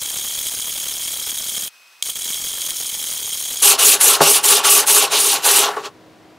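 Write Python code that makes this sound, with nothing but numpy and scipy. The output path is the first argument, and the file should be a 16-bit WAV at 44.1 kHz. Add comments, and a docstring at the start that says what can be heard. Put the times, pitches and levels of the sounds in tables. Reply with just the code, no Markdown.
"""Lapping a pebble in a yard

A pebble is rubbed to and fro on a diamond plate that sits on a hollow plastic block on a log. The grit
hisses and rasps, friction and knocks ring the block, and traffic and a machine hum far behind.
First a time-lapse at eight times the pace: strokes blur to a buzz, the block rings three octaves up and
the hiss spreads over the whole range. Then normal pace: nine strokes, a knock, and the pebble lifts off."""
import sys
import numpy as np
from scipy import signal
from scipy.fft import rfft, irfft, next_fast_len
from scipy.io import wavfile
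from scipy.ndimage import uniform_filter1d, map_coordinates

SR = 44100
rng = np.random.default_rng(int(sys.argv[2]) if len(sys.argv) > 2 else 0)


def unload_wav(signal):
    """Save mono or channel-first audio to the path in sys.argv[1] as 16-bit WAV at rate SR, clipped to [-1, 1]."""
    wavfile.write(
        sys.argv[1],
        SR,
        np.round(np.clip(np.atleast_2d(signal).T, -1, 1) * 32767).astype(np.int16),
    )


N = 281355
TIME = np.arange(N) / SR
FFT_SIZE = next_fast_len(N + 8192)  # room for ringing tails
FAST_PACE, NORMAL_PACE, NORMAL_FROM_S = 8, 1, 3.615
FAST_STROKE_COUNT, LAST_TURN_S = 127, 5.756  # the last stroke fades before it reaches its turn

# Distant traffic bed: (frequency [Hz], relative level [dB])
TRAFFIC_SPECTRUM = [(8.8, -75.5), (15, -42), (118, -18), (172, -13.5), (193, -16.5), (317, -17),
                    (388, -16.5), (803, -19), (876, -31), (956, -19.5), (1040, -24.5), (4460, -35.5),
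                    (15500, -56)]
# Tones of a far machine: (frequency [Hz], relative level [dB])
MACHINE_TONES = [(315, -57), (338, -66.5), (677, -71.5)]
# In-phase side signal that leans the image left: (frequency [Hz], relative level [dB])
LEFT_LEAN = [(100, -17), (400, -20), (800, -24), (1100, -33), (2000, -44), (15000, -40)]
# Side signal a quarter cycle off the mid: (frequency [Hz], level against mid [dB])
STEREO_SPREAD = [(100, -18), (500, -30.5), (1300, -56), (3000, -81), (8000, -21.5), (15000, -67)]
# Hollow block: (frequency [Hz], bandwidth [Hz], level [dB], far-end boost [dB], boost at both ends [dB])
BLOCK_MODES = [(281, 67, -12.5, -1.5, 1.5), (295.8, 29, -12, -1, 0), (380, 28.5, -10, -1.5, 2.5),
               (409, 29.6, 1.5, -1.5, 1), (501.4, 34, -6.5, -0.5, 4), (578.5, 32, -7.5, 0, 4),
               (670, 61, -7.5, 1.5, 5.5), (823, 48.3, -0.5, 0, 5.5), (961, 81, -5.5, -1, 5),
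               (1074, 31, -3, 0.5, 4), (1140, 26, 0.5, -0.5, 2), (1340, 108, -8, 0.5, 3.5),
               (1464, 48, -4, -1, 5), (1630, 560, -12, -1.5, 5)]
# The pebble hits and chatters: (time [s], relative push [dB], hardness [Hz], relative crack [dB])
PEBBLE_KNOCKS = [(2.0248, -7.5, 687, -7), (2.027, -10, 704, -26), (2.343, -14.5, 600, -36),
                 (2.618, -12.5, 800, -36), (2.706, -10.5, 800, -36), (4.2055, -4, 750, -17),
                 (4.2111, -8, 700, -20.5), (4.2145, -4.5, 593, -22.5), (4.222, -15, 604, -27),
                 (4.2299, -18.5, 594, -30), (4.2338, -24, 810, -26.5), (5.7672, -17, 850, -31)]
# Grit cutting the pebble: (frequency [Hz], relative level [dB])
RASP_SPECTRUM = [(880, -37.5), (1500, -26.5), (2060, -13.5), (2810, -2), (3230, -5.5), (4070, -5),
                 (5010, -8), (6000, -9.5), (7800, -11.5), (13200, -120)]
# Sheen of the fine grit: (frequency [Hz], relative level [dB])
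HISS_SPECTRUM = [(2650, -36.5), (4500, -15), (5310, -8), (6440, -1.5), (7960, -1), (9350, 2.5),
                 (12100, -2.5), (13300, -7.5), (15500, -10)]
# Nearly white hiss of the time-lapse: (frequency [Hz], relative level [dB])
FAST_HISS_SPECTRUM = [(25, 0.5), (300, 1), (2000, 0.5), (6000, 0), (16000, 4.5)]
# Hand rhythm in the time-lapse: (time [s], strokes done [count])
FAST_TEMPO = [(0.012, 0), (0.29, 10), (0.557, 20), (0.823, 30), (1.098, 40), (1.364, 50), (1.645, 60),
              (1.694, 62), (2.05, 63), (2.11, 65), (2.147, 67), (2.183, 68), (2.226, 70), (2.458, 80),
              (2.681, 90), (2.911, 100), (3.157, 110), (3.42, 120), (3.579, 126)]
# Time-lapse runs, one per hand: (start [s], end [s], relative hiss [dB], relative block drive [dB])
FAST_RUNS = [(0, 1.68, -29.5, -26), (2.026, 3.612, -30.5, -26)]
# Normal-pace strokes, away and back in turn, in relative levels:
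# (start [s], hiss [dB], rasp [dB], block drive [dB], opening accent [dB])
SLOW_STROKES = [(3.614, -8, -17, -18, 1.5), (3.774, -8, -19, -21, 0), (3.992, -8.5, -18, -16.5, 1),
                (4.199, -10, -20.5, -19.5, 2.5), (4.424, -9.5, -18, -16.5, 0), (4.628, -9, -19.5, -19, 1),
                (4.856, -9.5, -17, -17.5, 1), (5.093, -14.5, -21.5, -22, 1), (5.421, -12, -18, -16.5, 2.5)]
# Swell of a stroke away: (position [share of stroke], hiss [dB], rasp [dB], block drive [dB])
AWAY_SHAPE = [(0.14, -3, -1.5, -9.5), (0.47, -0.5, 0.5, 0.5), (0.77, -8, 1, -5)]
# Swell of a stroke back: (position [share of stroke], hiss [dB], rasp [dB], block drive [dB])
BACK_SHAPE = [(0.15, -6.5, 3.5, -3.5), (0.45, 0.5, 1, 0), (0.77, -5, 2.5, -4)]
# Fade of the last stroke, a row each for hiss, rasp and block drive: (start [s], fade rate [dB/s])
LAST_FADE = [(5.61, 206), (5.642, 258), (5.69, 198)]
# The lifting pebble grazes the plate, in relative levels:
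# (peak time [s], 20 dB rise [s], 20 dB fall [s], hiss [dB], rasp [dB], block drive [dB])
LIFT_SCUFFS = [(5.772, 0.008, 0.06, -64, -40, -24), (5.858, 0.04, 0.036, -46, -32.5, -26)]


def amp(db):
    """Decibels to gain."""
    return np.exp(np.asarray(db) * (np.log(10) / 20))


def unit(x):
    """Scale to rms 1."""
    return x / np.sqrt(np.mean(x ** 2) + 1e-20)


def db_at(spectrum, hz):
    """Read an EQ curve along a log frequency axis."""
    points_hz, levels_db = np.transpose(spectrum)
    return np.interp(np.log(hz + 1), np.log(points_hz + 1), levels_db)


def wobble(rate):
    """Smooth random modulation with `rate` knots a second."""
    knots = rng.standard_normal(int(N * rate / SR) + 4)
    return map_coordinates(knots, [TIME[::8] * rate]).repeat(8)[:N]


def filtered(x, response):
    """Apply a complex frequency response."""
    hz = np.fft.rfftfreq(FFT_SIZE, 1 / SR)
    return irfft(rfft(x, FFT_SIZE) * response(hz), FFT_SIZE)[..., :N]


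def coloured(x, spectrum):
    """Apply an EQ curve and scale to rms 1."""
    return unit(filtered(x, lambda hz: amp(db_at(spectrum, hz))))


def widen(mid, pace, lean_db):
    """Close stereo pair: the bass leans left, and a weak side part sits a quarter cycle off."""
    side = filtered(mid, lambda hz: amp(lean_db + db_at(LEFT_LEAN, hz / pace))
                    + 1j * amp(db_at(STEREO_SPREAD, hz / pace)))
    return np.array([mid + side, mid - side])


def yard(pace, traffic_db, white_db, hum_db):
    """Background bed: distant traffic and a machine's wavering hum, pitched up with the pace."""
    noise = rng.standard_normal((2, N))
    mid, side = filtered(noise, lambda hz: amp(db_at(TRAFFIC_SPECTRUM, hz / pace)) + amp(white_db))
    hum = sum(amp(db + hum_db + 1.42 * wobble(9 * pace)) * np.sin(2 * np.pi * hz * pace * TIME)
              for hz, db in MACHINE_TONES)
    traffic = amp([[0.4], [-0.4]]) * (mid + amp(-12) * side * [[1], [-1]])
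    return amp(traffic_db + 0.6 * wobble(5 * pace)) * unit(traffic) + hum


def log_thud(start_s=4.206, hz=157, db=-18.5, t60_s=0.2, attack_s=0.0035):
    """The heaviest knock reaches the log and rings one low mode."""
    t = np.clip(TIME - start_s, 0, None)
    return amp(db - 60 * t / t60_s) * np.sin(2 * np.pi * hz * t) * (1 - np.exp(-t / attack_s))


def knocks(pace, crack_t60_s=0.023):
    """Each hit is a rounded push into the block, duller for a soft contact, and a crack in the air."""
    blows, cracks = np.zeros((2, N))
    t = np.arange(1600 // pace) / SR * pace
    for start_s, push_db, hardness_hz, crack_db in PEBBLE_KNOCKS:
        if (start_s < NORMAL_FROM_S) == (pace > NORMAL_PACE):  # only the hits played at this pace
            onset = round(start_s * SR)
            contact = 2 * np.pi * hardness_hz * t
            blows[onset:][:len(t)] += amp(push_db + 21) * (contact * np.exp(1 - contact)) ** 2
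            cracks[onset:][:len(t)] += amp(crack_db - 60 * t / crack_t60_s) * rng.standard_normal(len(t))
    crack_band = signal.butter(2, [1500, 7000], "bandpass", fs=SR, output="sos")
    return blows, signal.sosfilt(crack_band, cracks)


def block_ring(friction, blows, pace):
    """Friction and blows ring the block; each mode has its sweet spot and drifts with the grip."""
    place = np.pi * strokes_done()
    far, ends = np.cos(place), np.cos(2 * place)
    hz = np.fft.rfftfreq(FFT_SIZE, 1 / SR)
    spectrum = 0
    for k, (mode_hz, width_hz, db, far_db, ends_db) in enumerate(BLOCK_MODES):
        drive = friction * amp(far_db * far + ends_db * ends + wobble(9 * pace)) + blows
        damping = 1j * hz * width_hz * pace
        resonance = damping / ((mode_hz * pace) ** 2 - hz ** 2 + damping)
        spectrum += rfft(drive, FFT_SIZE) * (-1) ** k * amp(db) * resonance
    low_cut_hz = 210 * pace  # the small block radiates little below its first mode
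    radiation = -hz ** 2 / (low_cut_hz ** 2 - hz ** 2 + 1.4j * hz * low_cut_hz)
    return irfft(spectrum * radiation, FFT_SIZE)[:N]


def grit(grain_db, patchy_db):
    """Dense micro-fractures: noise with uneven grain sizes and drifting patches of colour."""
    grains = rng.standard_normal(N) * amp(grain_db * wobble(900))
    frames = signal.stft(grains, nperseg=256)[2]
    patches = uniform_filter1d(rng.standard_normal(frames.shape), size=4, axis=0)
    patches = uniform_filter1d(patches, size=7, axis=1)
    return signal.istft(frames * amp(patchy_db * unit(patches)), nperseg=256)[1][:N]


def strokes_done():
    """The hand's travel: strokes counted from the start, fractions included."""
    fast_times, fast_counts = np.transpose(FAST_TEMPO)
    turns = [row[0] for row in SLOW_STROKES] + [LAST_TURN_S]
    counts = FAST_STROKE_COUNT + np.arange(len(turns))
    return np.interp(TIME, [*fast_times, *turns], [*fast_counts, *counts], right=counts[-1] + 0.5)


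def reversal(bite, ease):
    """1 where the hand turns, 0 in mid stroke; bite and ease are the shares spent starting and stopping."""
    position = strokes_done() % 1
    starting = np.clip(1 - position / bite, 0, 1)
    stopping = np.clip(1 - (1 - position) / ease, 0, 1)
    return np.maximum(starting, stopping * (TIME < SLOW_STROKES[-1][0]))  # no turn after the last stroke


def fast_envelopes(stall_s=2.148, slow_down_s=0.04, pick_up_s=0.0089):
    """Hiss and drive gains: the first run dies as the pebble lifts;
    the second stalls once, then breaks off as normal pace begins."""
    stall = np.interp(TIME, [stall_s - slow_down_s, stall_s, stall_s + pick_up_s], [0, 1, 0])
    fade_db_per_s, stall_db = np.array([[2400], [2000]]), np.array([[22], [11]])
    gains = 0
    for start_s, end_s, *levels_db in FAST_RUNS:
        db = np.c_[levels_db] - fade_db_per_s * np.clip(TIME - end_s, 0, None) - stall_db * stall
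        gains += amp(db) * (TIME >= start_s) * (TIME < NORMAL_FROM_S)
    return gains


def fast_lapping():
    """Time-lapse buzz: the hiss ducks deeply at each reversal, the block's drive less."""
    hiss_gain, drive = fast_envelopes()
    turn = reversal(bite=0.27, ease=0.26)
    hiss_gain = hiss_gain * amp(-12 * turn + 1.67 * wobble(60))
    hiss = hiss_gain * coloured(grit(2.4, 0.52), FAST_HISS_SPECTRUM)
    side = hiss_gain * amp(-24.5) * coloured(grit(1.2, 0.68), FAST_HISS_SPECTRUM)
    friction = drive * amp(11.5 - 9.5 * turn + 1.6 * wobble(150)) * grit(2.3, 1.0)
    blows, cracks = knocks(FAST_PACE)
    body = widen(block_ring(friction, blows, FAST_PACE) + cracks, FAST_PACE, lean_db=-34.5)
    return body + hiss * amp([[0.4], [-0.4]]) + side * [[1], [-1]]


def slow_envelopes():
    """Hiss, rasp and drive gains: strokes swell by direction, the last fades, the lifting pebble scuffs."""
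    done = np.clip(strokes_done() - FAST_STROKE_COUNT, 0, None)
    stroke, position = np.minimum(done.astype(int), len(SLOW_STROKES) - 1), done % 1
    _, *levels_db, accent_db = np.transpose(SLOW_STROKES)[:, stroke]
    away, back = ([np.interp(position, shares, layer) for layer in layers]
                  for shares, *layers in (np.transpose(AWAY_SHAPE), np.transpose(BACK_SHAPE)))
    accent = accent_db * np.clip(1 - 2 * position, 0, 1)
    fade = [db_per_s * np.clip(TIME - start_s, 0, None) for start_s, db_per_s in LAST_FADE]
    db = levels_db + np.where(stroke % 2, back, away) + accent - fade
    gains = amp(db) * (TIME >= SLOW_STROKES[0][0])
    for peak_s, rise_s, fall_s, *peaks_db in LIFT_SCUFFS:
        from_peak = np.abs(TIME - peak_s) / np.where(TIME < peak_s, rise_s, fall_s)
        gains += amp(np.c_[peaks_db] - 20 * from_peak ** 1.7)
    return gains


def slow_lapping():
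    """Normal pace: hiss, rasp and block ring share the pebble's judder and duck at each reversal."""
    hiss_gain, rasp_gain, drive = slow_envelopes()
    turn, judder = reversal(bite=0.091, ease=0.22), wobble(45)
    hiss_gain = hiss_gain * amp(-25.7 * turn + 0.4 * judder + 1.15 * wobble(130))
    hiss = hiss_gain * coloured(grit(0.91, 2.55), HISS_SPECTRUM)
    rasp_gain = rasp_gain * amp(-19 * turn + 0.61 * judder + 1.34 * wobble(90))
    rasp = rasp_gain * coloured(grit(0.96, 1.52), RASP_SPECTRUM)
    friction = drive * amp(18 - 13.7 * turn + 0.89 * judder + 0.78 * wobble(30)) * grit(2.1, 1.7)
    blows, cracks = knocks(NORMAL_PACE)
    body = block_ring(friction, blows, NORMAL_PACE) + log_thud()
    return widen(hiss + rasp + body + cracks, NORMAL_PACE, lean_db=2)


def scene():
    """Lapping up front, over a yard that runs at the same pace."""
    fast_yard = yard(FAST_PACE, traffic_db=-51, white_db=-41, hum_db=4)
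    slow_yard = yard(NORMAL_PACE, traffic_db=-47.5, white_db=-57, hum_db=4.5)
    return np.where(TIME < NORMAL_FROM_S, fast_yard, slow_yard) + fast_lapping() + slow_lapping()


def record(dry):
    """Soft-clip the loudest peaks, then cut the very top with a steep low-pass."""
    ceiling, stop_hz, slope_hz = 1.02, 15820, 160
    clipped = dry / (1 + np.abs(dry / ceiling) ** 8) ** (1 / 8)
    return filtered(clipped, lambda hz: np.clip((stop_hz - hz) / slope_hz, 0, 1) ** 2)


dry = scene()
out = record(dry)
unload_wav(out)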